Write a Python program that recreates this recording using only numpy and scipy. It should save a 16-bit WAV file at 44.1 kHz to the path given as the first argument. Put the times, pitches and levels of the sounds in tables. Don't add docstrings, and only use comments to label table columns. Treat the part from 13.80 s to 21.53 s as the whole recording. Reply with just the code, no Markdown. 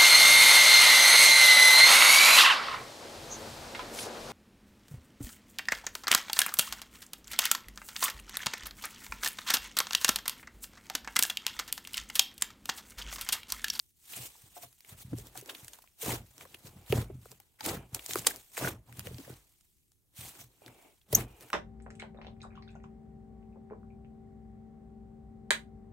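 import sys
import numpy as np
from scipy import signal
from scipy.fft import rfft, irfft, next_fast_len
from scipy.io import wavfile
from scipy.ndimage import uniform_filter1d

SR = 44100
rng = np.random.default_rng(int(sys.argv[2]) if len(sys.argv) > 2 else 0)


def log_audio(samples):
    frames = np.atleast_2d(samples).T
    limited = np.clip(frames, -1, 1)
    pcm = np.round(limited * 32767).astype(np.int16)
    wavfile.write(sys.argv[1], SR, pcm)


def amplitude_ratio(level_db):
    exponent = np.asarray(level_db, float) / 20
    return 10 ** exponent


N = 340893


def evened(x):
    return x / np.sqrt(np.mean(x ** 2) + 1e-20)


def read(points, hz):
    point_hz, value = np.transpose(points)
    return np.interp(np.log(hz + 1), np.log(point_hz + 1), value)


def resonate(x, hz, width_hz):
    r = np.exp(-np.pi * width_hz / SR)
    pole = r * np.exp(2j * np.pi * hz / SR)
    return 2 * signal.lfilter([1 - r], [1, -pole], x).real


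def add(mix, start_s, mid, side):
    part = mix[:, round(start_s * SR):][:, :len(mid)]
    part += np.array([mid + side, mid - side])[:, :part.shape[1]]


def clicks(per_s, spread_db, clump_db, clump_s):
    size = amplitude_ratio(spread_db * np.minimum(rng.exponential(1, N), 5))
    size = size * rng.choice([-1., 1.], N)
    clumps = evened(uniform_filter1d(rng.standard_normal(N), max(round(clump_s * SR), 1)))
    return size * (rng.random(N) < per_s / SR) * amplitude_ratio(clump_db * clumps)


# (frequency [Hz], likeness [0..1])
LIKENESS = [(60, 0.38), (250, 0.11), (600, 0.32), (1400, 0.33), (3100, 0.057), (6800, 0.75), (15000, 0.72)]


def pair(a, b, spectrum):
    size = next_fast_len(N)
    hz = np.fft.rfftfreq(size, 1 / SR)
    same = np.clip(read(LIKENESS, hz), 0, 1)
    mid = np.sqrt((1 + same) / 2) * rfft(a, size)
    side = np.sqrt((1 - same) / 2) * rfft(b, size)
    coloured = np.array([mid + side, mid - side]) * amplitude_ratio(read(spectrum, hz))
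    return evened(irfft(coloured, size)[:, :N])


# (start [s], hold [s], peeling [dB], squelch [dB], push on the desk [dB])
STROKES = [(0.322, 0.12, -43.5, -57, -54), (0.664, .005, -64, -70.5, -62.5),
           (0.761, 0.018, -50, -67.5, -73), (0.828, 0.0077, -46, -64, -63),
           (1.088, 0.026, -51.5, -69, -77.5), (1.134, 0.0024, -63, -60.5, -55.5),
           (1.194, 0.023, -50, -69, -64.5), (1.271, .005, -67, -69, -52.5), (1.324, 0.007, -63, -60, -37),
           (1.385, 0.006, -46.5, -67.5, -48), (1.462, 0.0037, -53.5, -58, -64),
           (1.572, 0.012, -49, -60.5, -58.5), (1.677, 0.033, -56.5, -51.5, -70),
           (1.939, .005, -54.5, -65.5, -79), (2.219, 0.11, -37, -37, -32.5),
           (2.403, 0.006, -62.5, -60, -47.5), (2.609, 0.0077, -53.5, -56, -57),
           (2.729, 0.0085, -62.5, -65.5, -63.5), (2.865, .005, -49, -59.5, -51),
           (2.96, 0.016, -70.5, -64.5, -50), (3.097, 0.094, -44, -40, -27), (3.301, 0.055, -72, -70, -40),
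           (3.516, 0.0026, -55.5, -67, -57.5), (3.846, .055, -38, -36.5, -32),
           (3.93, 0.024, -47.5, -41, -36.5), (4.155, 0.0056, -46, -50, -57.5),
           (4.297, 0.023, -36.5, -59.5, -56), (4.374, 0.0044, -38, -48, -46.5),
           (4.471, 0.029, -37.5, -50, -55), (4.736, 0.011, -49.5, -72, -71.5),
           (4.779, 0.093, -38, -34, -34.5), (4.912, .005, -62.5, -56.5, -41.5),
           (5.094, 0.0055, -64, -61, -50.5), (5.183, 0.0097, -49.5, -59, -46),
           (5.265, 0.002, -46.5, -51.5, -42.5), (5.296, .04, -68.5, -63.5, -38),
           (5.499, 0.0044, -55, -51, -48), (6.381, 0.097, -45, -60.5, -52),
           (6.526, .05, -53.5, -62.5, -70.5), (6.603, 0.0073, -44, -61, -56),
           (6.876, .005, -58.5, -55.5, -57), (7.335, 0.0067, -39.5, -53.5, -33),
           (7.345, 0.051, -41.5, -38, -33.5), (7.623, 0.0056, -56.5, -57.5, -55.5)]
# (full from [share of hold], until [share of hold], rise at -48.5 dB [dB/s], fall [dB/s])
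FOLLOW = [(0, 1.17, 521.5, 418.5), (.45, 0.94, 376.5, 263), (.45, .6, 424, 236)]
# (time [s], contact [dB], wetness [dB])
TOUCH = [(0, -63, -41), (.15, -75, -35), (0.312, -47.5, -17.5), (0.601, -60, -14), (0.959, -67, -37),
         (1.518, -65.5, -0.5), (1.8, -54, -6), (2.15, -72.5, -14.5), (2.551, -62, -11.5), (3.051, -66.5, 1),
         (3.36, -73.5, -4), (3.452, -62, -5.5), (3.721, -75, -7), (4.091, -71, -9), (4.259, -51.5, -13.5),
         (4.549, -52.5, 2.5), (4.679, -62, -22), (5.019, -80.5, -0.5), (5.15, -64.5, -3.5),
         (5.451, -54.5, -5.5), (5.62, -67.5, -6), (5.98, -73.5, -32), (6.25, -85, -3.5), (6.7, -69.5, -5),
         (7.07, -65, -6), (7.17, -72.5, -8), (7.28, -81.5, -19.5), (7.471, -69.5, -7.5),
         (7.73, -60.5, -3.5)]
WET_SHARE = [0, 1, 0.93]
REST_DB = [1.5, -3, -13.5]


def effort(layer):
    hurry = 0.22
    t = np.arange(0, N / SR + .004, .002)
    strokes = np.array(STROKES)[:, :, None]
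    start_s, hold_s, db = strokes[:, 0], strokes[:, 1], strokes[:, 2 + layer]
    begin, end, rise, fall = FOLLOW[layer]
    rise = rise * amplitude_ratio(hurry * (db + 48.5))
    before_db = rise * (start_s + begin * hold_s - t)
    after_db = fall * (t - start_s - end * hold_s)
    below_db = np.maximum(np.maximum(before_db, after_db), 0)
    touch_s, contact_db, wet_db = np.transpose(TOUCH)
    rest_db = np.interp(t, touch_s, contact_db + WET_SHARE[layer] * wet_db + REST_DB[layer])
    power = amplitude_ratio(rest_db) ** 2 + (amplitude_ratio(db - below_db) ** 2).sum(0)
    return np.interp(np.arange(N) / SR, t, np.sqrt(power))


# (frequency [Hz], relative density [dB per Hz])
HUSH = [(15, -32), (25, -0.5), (80, 4), (242, -9), (373, -10.5), (887, -42.5), (12200, -20.5),
        (16000, -24.5)]


def hush():
    hush_rms_db = -73
    return amplitude_ratio(hush_rms_db) * pair(*rng.standard_normal((2, N)), HUSH)


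# (frequency [Hz], t60 [s])
ROOM = [(200, 0.012), (2000, 0.08), (12000, 0.06)]


def room(x):
    echo_db = -13
    taps = np.zeros((2, SR // 2))
    at = np.arange(100, SR // 2 - 20, 20)
    at = at + rng.integers(0, 20, (2, len(at)))
    np.put_along_axis(taps, at, rng.choice([-1., 1.], at.shape), 1)
    hz, t, z = signal.stft(taps, SR, nperseg=256)
    decay = amplitude_ratio(-60 * t / read(ROOM, hz)[:, None])
    tail = signal.istft(z * decay, SR, nperseg=256)[1]
    tail = tail / np.linalg.norm(tail[0])
    return amplitude_ratio(echo_db) * signal.oaconvolve(x, tail, axes=1)[:, :N]


# (frequency [Hz], width [Hz], level before division by root width [dB])
DESK = [(51, 6.1, -6), (62.6, 6.8, -11), (90, 19, -0.5), (119.4, 24, 5), (158.6, 42, -2), (206, 25, -11.5)]


def thrum(push):
    band = signal.butter(2, [45, 300], "band", fs=SR, output="sos")
    soft = signal.sosfilt(band, push)
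    out = 0
    for hz, width_hz, db in DESK:
        mode = resonate(resonate(soft, hz, width_hz), hz, 3 * width_hz)
        out = out + amplitude_ratio(db) * mode / np.sqrt(width_hz)
    return out


# (time [s], peak [dB])
THUDS = [(0.397, -43), (0.634, -51.5), (1.119, -42.5), (1.246, -38.5), (1.325, -31), (1.826, -47),
         (3.099, -23), (3.855, -40), (4.127, -37), (6.385, -40), (7.329, -25)]


def desk():
    push = effort(layer=2)
    out = thrum(clicks(per_s=250, spread_db=2.0, clump_db=1.5, clump_s=.03) * push)
    out = out * np.sqrt(np.mean(push ** 2) / np.mean(out ** 2))
    out = np.tile(out, (2, 1))
    blow = np.hanning(round(0.0055 * SR))
    thud = thrum(np.pad(blow, (0, SR // 4)))
    for start_s, peak_db in THUDS:
        add(out, start_s, amplitude_ratio(peak_db) * thud / abs(thud).max(), 0 * thud)
    return out


# (start [s], length [s], level [dB], pitch [share])
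SLIDES = [(2.897, 0.51, -68.5, 0.92), (3.967, 0.13, -58, 0.94), (6.816, 0.35, -63, .9),
          (7.408, 0.34, -63, 0.97)]
# (frequency [Hz], width [Hz], level [dB])
HOLLOWS = [(400, 220, 0), (700, 300, -1), (2480, 300, -5), (2800, 350, -9)]


def slides():
    out, t = np.zeros((2, N)), np.arange(SR // 2) / SR
    noises = rng.standard_normal((len(SLIDES), 3, SR))
    for (start_s, long_s, level_db, pitch), noise in zip(SLIDES, noises):
        hiss = 0
        for hz, width_hz, db in HOLLOWS:
            ring = resonate(resonate(noise[:2], hz, width_hz), hz, 2 * width_hz)
            hiss = hiss + amplitude_ratio(db) * evened(ring)
        at = np.cumsum(pitch * (1 + .1 * np.exp(-t / .1)))
        mid, side = (np.interp(at, np.arange(SR), v) for v in evened(hiss))
        uneven = amplitude_ratio(2 * evened(uniform_filter1d(noise[2], 900))[:len(t)])
        fade = np.clip(np.minimum(t / 0.015, (long_s - t) / 0.1), 0, 1)
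        shape = amplitude_ratio(level_db) * uneven * fade
        add(out, start_s, shape * mid, .5 * shape * side)
    return out


# (time [s], frequency [Hz], level of the fundamental [dB])
SQUEAK = [(7.3465, 5600, -38), (7.3492, 5750, -14), (7.3507, 6200, -12), (7.3517, 6700, -5),
          (7.3529, 6900, -26), (7.354, 6500, -13), (7.357, 6100, -30)]


def squeak():
    point_s, hz, db = np.transpose(SQUEAK)
    t, out = np.arange(point_s[0], point_s[-1], 1 / SR), np.zeros((2, N))
    angle = 2 * np.pi * np.cumsum(np.interp(t, point_s, hz)) / SR
    octave = 0.87 * np.clip((t - point_s[0]) / 0.0068, 0, 1)
    tone = np.exp(1j * angle) + octave * np.exp(2j * angle)
    tone = amplitude_ratio(np.interp(t, point_s, db)) * tone
    add(out, point_s[0], tone.imag, 0.5 * tone.real)
    return out


# (start [s], mid peak [dB], settled frequency [Hz], t60 [s])
POPS = [(0.552, -52.5, 872, 0.018), (0.764, -41, 712, 0.095), (0.832, -42, 693, 0.064),
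        (1.331, -28, 278, 0.024), (1.382, -42.5, 418, 0.059), (1.553, -41.5, 740, 0.028),
        (1.624, -43.5, 403, 0.039), (1.693, -37.5, 1610, 0.025), (2.226, -35, 450, 0.11),
        (2.653, -48.5, 520, 0.031), (2.748, -50, 360, 0.022), (2.855, -48.5, 356, 0.086),
        (3.126, -14.5, 406, 0.021), (3.299, -35, 390, 0.048), (3.458, -42.5, 430, 0.012),
        (3.521, -48, 430, 0.036), (3.599, -56.5, 800, 0.037), (3.808, -37.5, 866, 0.026),
        (4.292, -41.5, 402, 0.028), (4.357, -22, 377, 0.02), (4.466, -27.5, 474, 0.042),
        (4.509, -32.5, 1630, 0.015), (4.776, -34, 478, 0.049), (4.874, -22.5, 1410, 0.01),
        (4.845, -26.5, 1446, 0.036), (5.092, -51, 800, 0.033), (5.27, -35.5, 487, 0.033),
        (5.308, -42, 400, 0.034), (5.385, -40, 282, 0.097), (5.477, -42.5, 500, .025),
        (5.496, -42.5, 430, 0.041), (6.819, -48.5, 600, 0.01), (7.329, -21.5, 434, 0.027)]


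def pops():
    out, t = np.zeros((2, N)), np.arange(4000) / SR
    noises = rng.standard_normal((len(POPS), 2, 4000))
    for (start_s, peak_db, hz, t60_s), noise in zip(POPS, noises):
        shape = (1 - np.exp(-t / .004)) * amplitude_ratio(-60 * t / max(t60_s, .005))
        sagging_hz = hz * (1 + 0.26 * np.exp(-t / 0.0013))
        angle = 2 * np.pi * np.cumsum(sagging_hz) / SR
        wet = 0.48 * evened(resonate(resonate(noise, hz, hz / 2), hz, hz))
        pop = shape * (np.array([np.sin(angle), np.cos(angle)]) + wet)
        pop *= amplitude_ratio(peak_db) / abs(pop[0]).max()
        add(out, start_s, pop[0], min(hz / 1200, .6) * pop[1])
    return out


# (time of envelope peak [s], mid peak [dB], strongest frequency [Hz], length scale [ms])
SNAPS = [(0.335, -35.5, 2970, 9), (0.928, -45, 10900, 2.8), (1.0062, -40, 13890, 1.4),
         (1.048, -41.5, 2100, 2.3), (1.3855, -34, 6900, 1.1), (1.4704, -36, 13750, 0.73),
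         (1.556, -36, 1300, 2), (1.565, -45, 13750, 1.7), (1.5754, -27.5, 10580, 4),
         (1.6123, -33.5, 10950, 2.6), (1.66, -39, 6860, 2.2), (1.697, -30.5, 3170, 10),
         (1.7498, -32.5, 3200, 4.1), (1.8465, -32.5, 8560, 1.8), (1.882, -31, 8700, 2.2),
         (1.934, -34, 6680, 3), (1.988, -42.5, 900, 3.6), (2.0225, -46, 13800, 7.1),
         (2.041, -44.5, 950, 4.1), (2.0753, -46.5, 2120, 0.92), (2.5805, -33, 7000, 0.93),
         (2.61, -35.5, 2470, 2.0), (2.653, -41.5, 1200, 2.9), (2.7455, -34.5, 2560, 4),
         (2.8711, -41, 4400, 3.1), (3.063, -47, 3380, 2), (3.1248, -15, 2637, 0.69),
         (3.4565, -42, 1150, 1.4), (3.5166, -31, 7140, 0.46), (3.6016, -38.5, 14100, 1.8),
         (3.797, -46, 1700, 20), (3.8082, -28, 4230, 2), (3.8524, -28, 4420, 3.8),
         (3.8617, -19.5, 11000, 4.2), (3.89, -25.5, 5000, 7.6), (4.147, -18.5, 8980, 3),
         (4.1937, -32.5, 2685, 2.6), (4.244, -36, 13770, 1.4), (4.2624, -23, 6800, 1.6),
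         (4.3094, -24, 3184, 2.2), (4.3346, -18, 5760, 1.2), (4.357, -17, 1287, 1.4),
         (4.387, -23.5, 8700, 2.7), (4.3929, -24.5, 7380, 1.1), (4.448, -34.5, 2200, 2.5),
         (4.4695, -4, 8150, 4.7), (4.5608, -26.5, 14050, 0.87), (4.771, -27, 2132, 4.3),
         (4.778, -17.5, 1670, 0.94), (5.126, -42.5, 2020, 2.4), (5.178, -55, 2880, 2.2),
         (5.1945, -20.5, 14700, 0.57), (5.205, -44, 2600, 5.6), (5.2707, -29, 2600, 1.2),
         (5.345, -38, 4000, 1.5), (5.3833, -37, 4330, 1.9), (5.401, -52, 1100, 1.4), (5.54, -46, 4300, 2.4),
         (5.81, -50.5, 6850, 1.9), (6.1187, -52.5, 6900, 1.9), (6.8628, -33.5, 3340, 0.24),
         (6.88, -42, 1700, 3.9), (7.215, -54, 3490, 3.8), (7.329, -17.5, 13670, 4.1),
         (7.609, -37, 13800, 1.6), (7.7024, -34.5, 1490, 2.1)]


def snaps():
    out, ms = np.zeros((2, N)), np.arange(-SR // 100, SR // 25) / SR * 1000
    noises = rng.standard_normal((len(SNAPS), 2, len(ms)))
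    for (peak_s, peak_db, hz, long_ms), noise in zip(SNAPS, noises):
        shape = np.exp(np.where(ms < 0, ms / (.35 * long_ms), -ms / (.75 * long_ms)))
        high_pass = signal.butter(2, 350 + 0.035 * hz, "high", fs=SR, output="sos")
        tear = signal.sosfilt(high_pass, noise * shape)
        strong = resonate(resonate(tear, hz, .6 * hz), hz, hz)
        tear = evened(tear) + 1.2 * evened(strong)
        tear *= amplitude_ratio(peak_db) / abs(tear[0]).max()
        add(out, peak_s + ms[0] / 1000, tear[0], .45 * tear[1])
    return out


def squelch():
    out = np.zeros((2, N))
    for k, hz in enumerate(np.geomspace(270, 2000, 14)):
        train = clicks(per_s=130, spread_db=2.2, clump_db=2.2, clump_s=.02)
        bubble = evened(resonate(resonate(train, hz, hz * 0.47), hz, hz / 2))
        bubble = bubble * amplitude_ratio(-4.0 * np.log2(hz / 300))
        late = np.roll(bubble, round(.00012 * SR))
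        out += np.array([bubble, late])[::(-1) ** k]
    return effort(layer=1) * evened(out)


def ticks():
    per_s_per_size, ticks_over_peeling_db, effort_cap_db = 25, -11, -46.5
    out = np.zeros((2, N))
    for k, hz in enumerate(np.geomspace(600, 4500, 6)):
        train = clicks(per_s=per_s_per_size, spread_db=3, clump_db=2, clump_s=.03)
        tick = evened(resonate(resonate(train, hz, hz * 0.79), hz, hz))
        far = .7 * np.roll(tick, 3)
        out += np.array([tick, far])[::(-1) ** k]
    touch_s, _, wet_db = np.transpose(TOUCH)
    wet = amplitude_ratio(np.minimum(np.interp(np.arange(N) / SR, touch_s, wet_db), 0))
    capped = np.minimum(effort(layer=0), amplitude_ratio(effort_cap_db))
    return amplitude_ratio(ticks_over_peeling_db) * capped * wet * evened(out)


# (frequency [Hz], relative density [dB per Hz])
CRACKLE = [(410, -32), (700, -0.5), (1400, -5.5), (2100, -3.5), (3300, -4), (4900, -9), (8300, -4),
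           (10800, -9.5), (13000, -5.5), (15500, -8.5)]


def peeling():
    a, b = (clicks(per_s=14000, spread_db=1.5, clump_db=2.2, clump_s=0.009) for _ in "ab")
    thick = 0
    for ring_hz in np.geomspace(2200, 12000, 5):
        train = clicks(per_s=21, spread_db=-1.5, clump_db=-3.5, clump_s=0.92)
        thick = thick + resonate(train, ring_hz, 0.51 * ring_hz)
    crackle = pair(evened(a) + 0.1 * evened(thick), evened(b), CRACKLE)
    hz, t, z = signal.stft(crackle, SR, nperseg=256)
    patches = rng.standard_normal(z.shape[::-1][:2]).T
    patches = evened(uniform_filter1d(uniform_filter1d(patches, 5, 0), 6, 1))
    peel = effort(layer=0)
    wet_db = np.interp(t, np.arange(N) / SR, 20 * np.log10(effort(layer=1) / peel))
    z *= amplitude_ratio(2 * patches + 0.46 * wet_db / (1 + (hz[:, None] / 2500) ** 2))
    return peel * evened(signal.istft(z, SR, nperseg=256)[1][:, :N])


def scene():
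    sharp = snaps() + pops() + squeak()
    background = hush()
    slime = sharp + room(sharp) + peeling() + ticks() + squelch()
    return slime + desk() + slides() + background


def top_cut(x):
    return signal.sosfilt(signal.butter(12, 16610, fs=SR, output="sos"), x)


def record(dry):
    edge_hz, ripple_db = 15800, 1
    low_pass = signal.cheby1(10, ripple_db, edge_hz, fs=SR, output="sos")
    limited = signal.sosfilt(low_pass, dry)
    return top_cut(limited)


dry = scene()
out = record(dry)
log_audio(out)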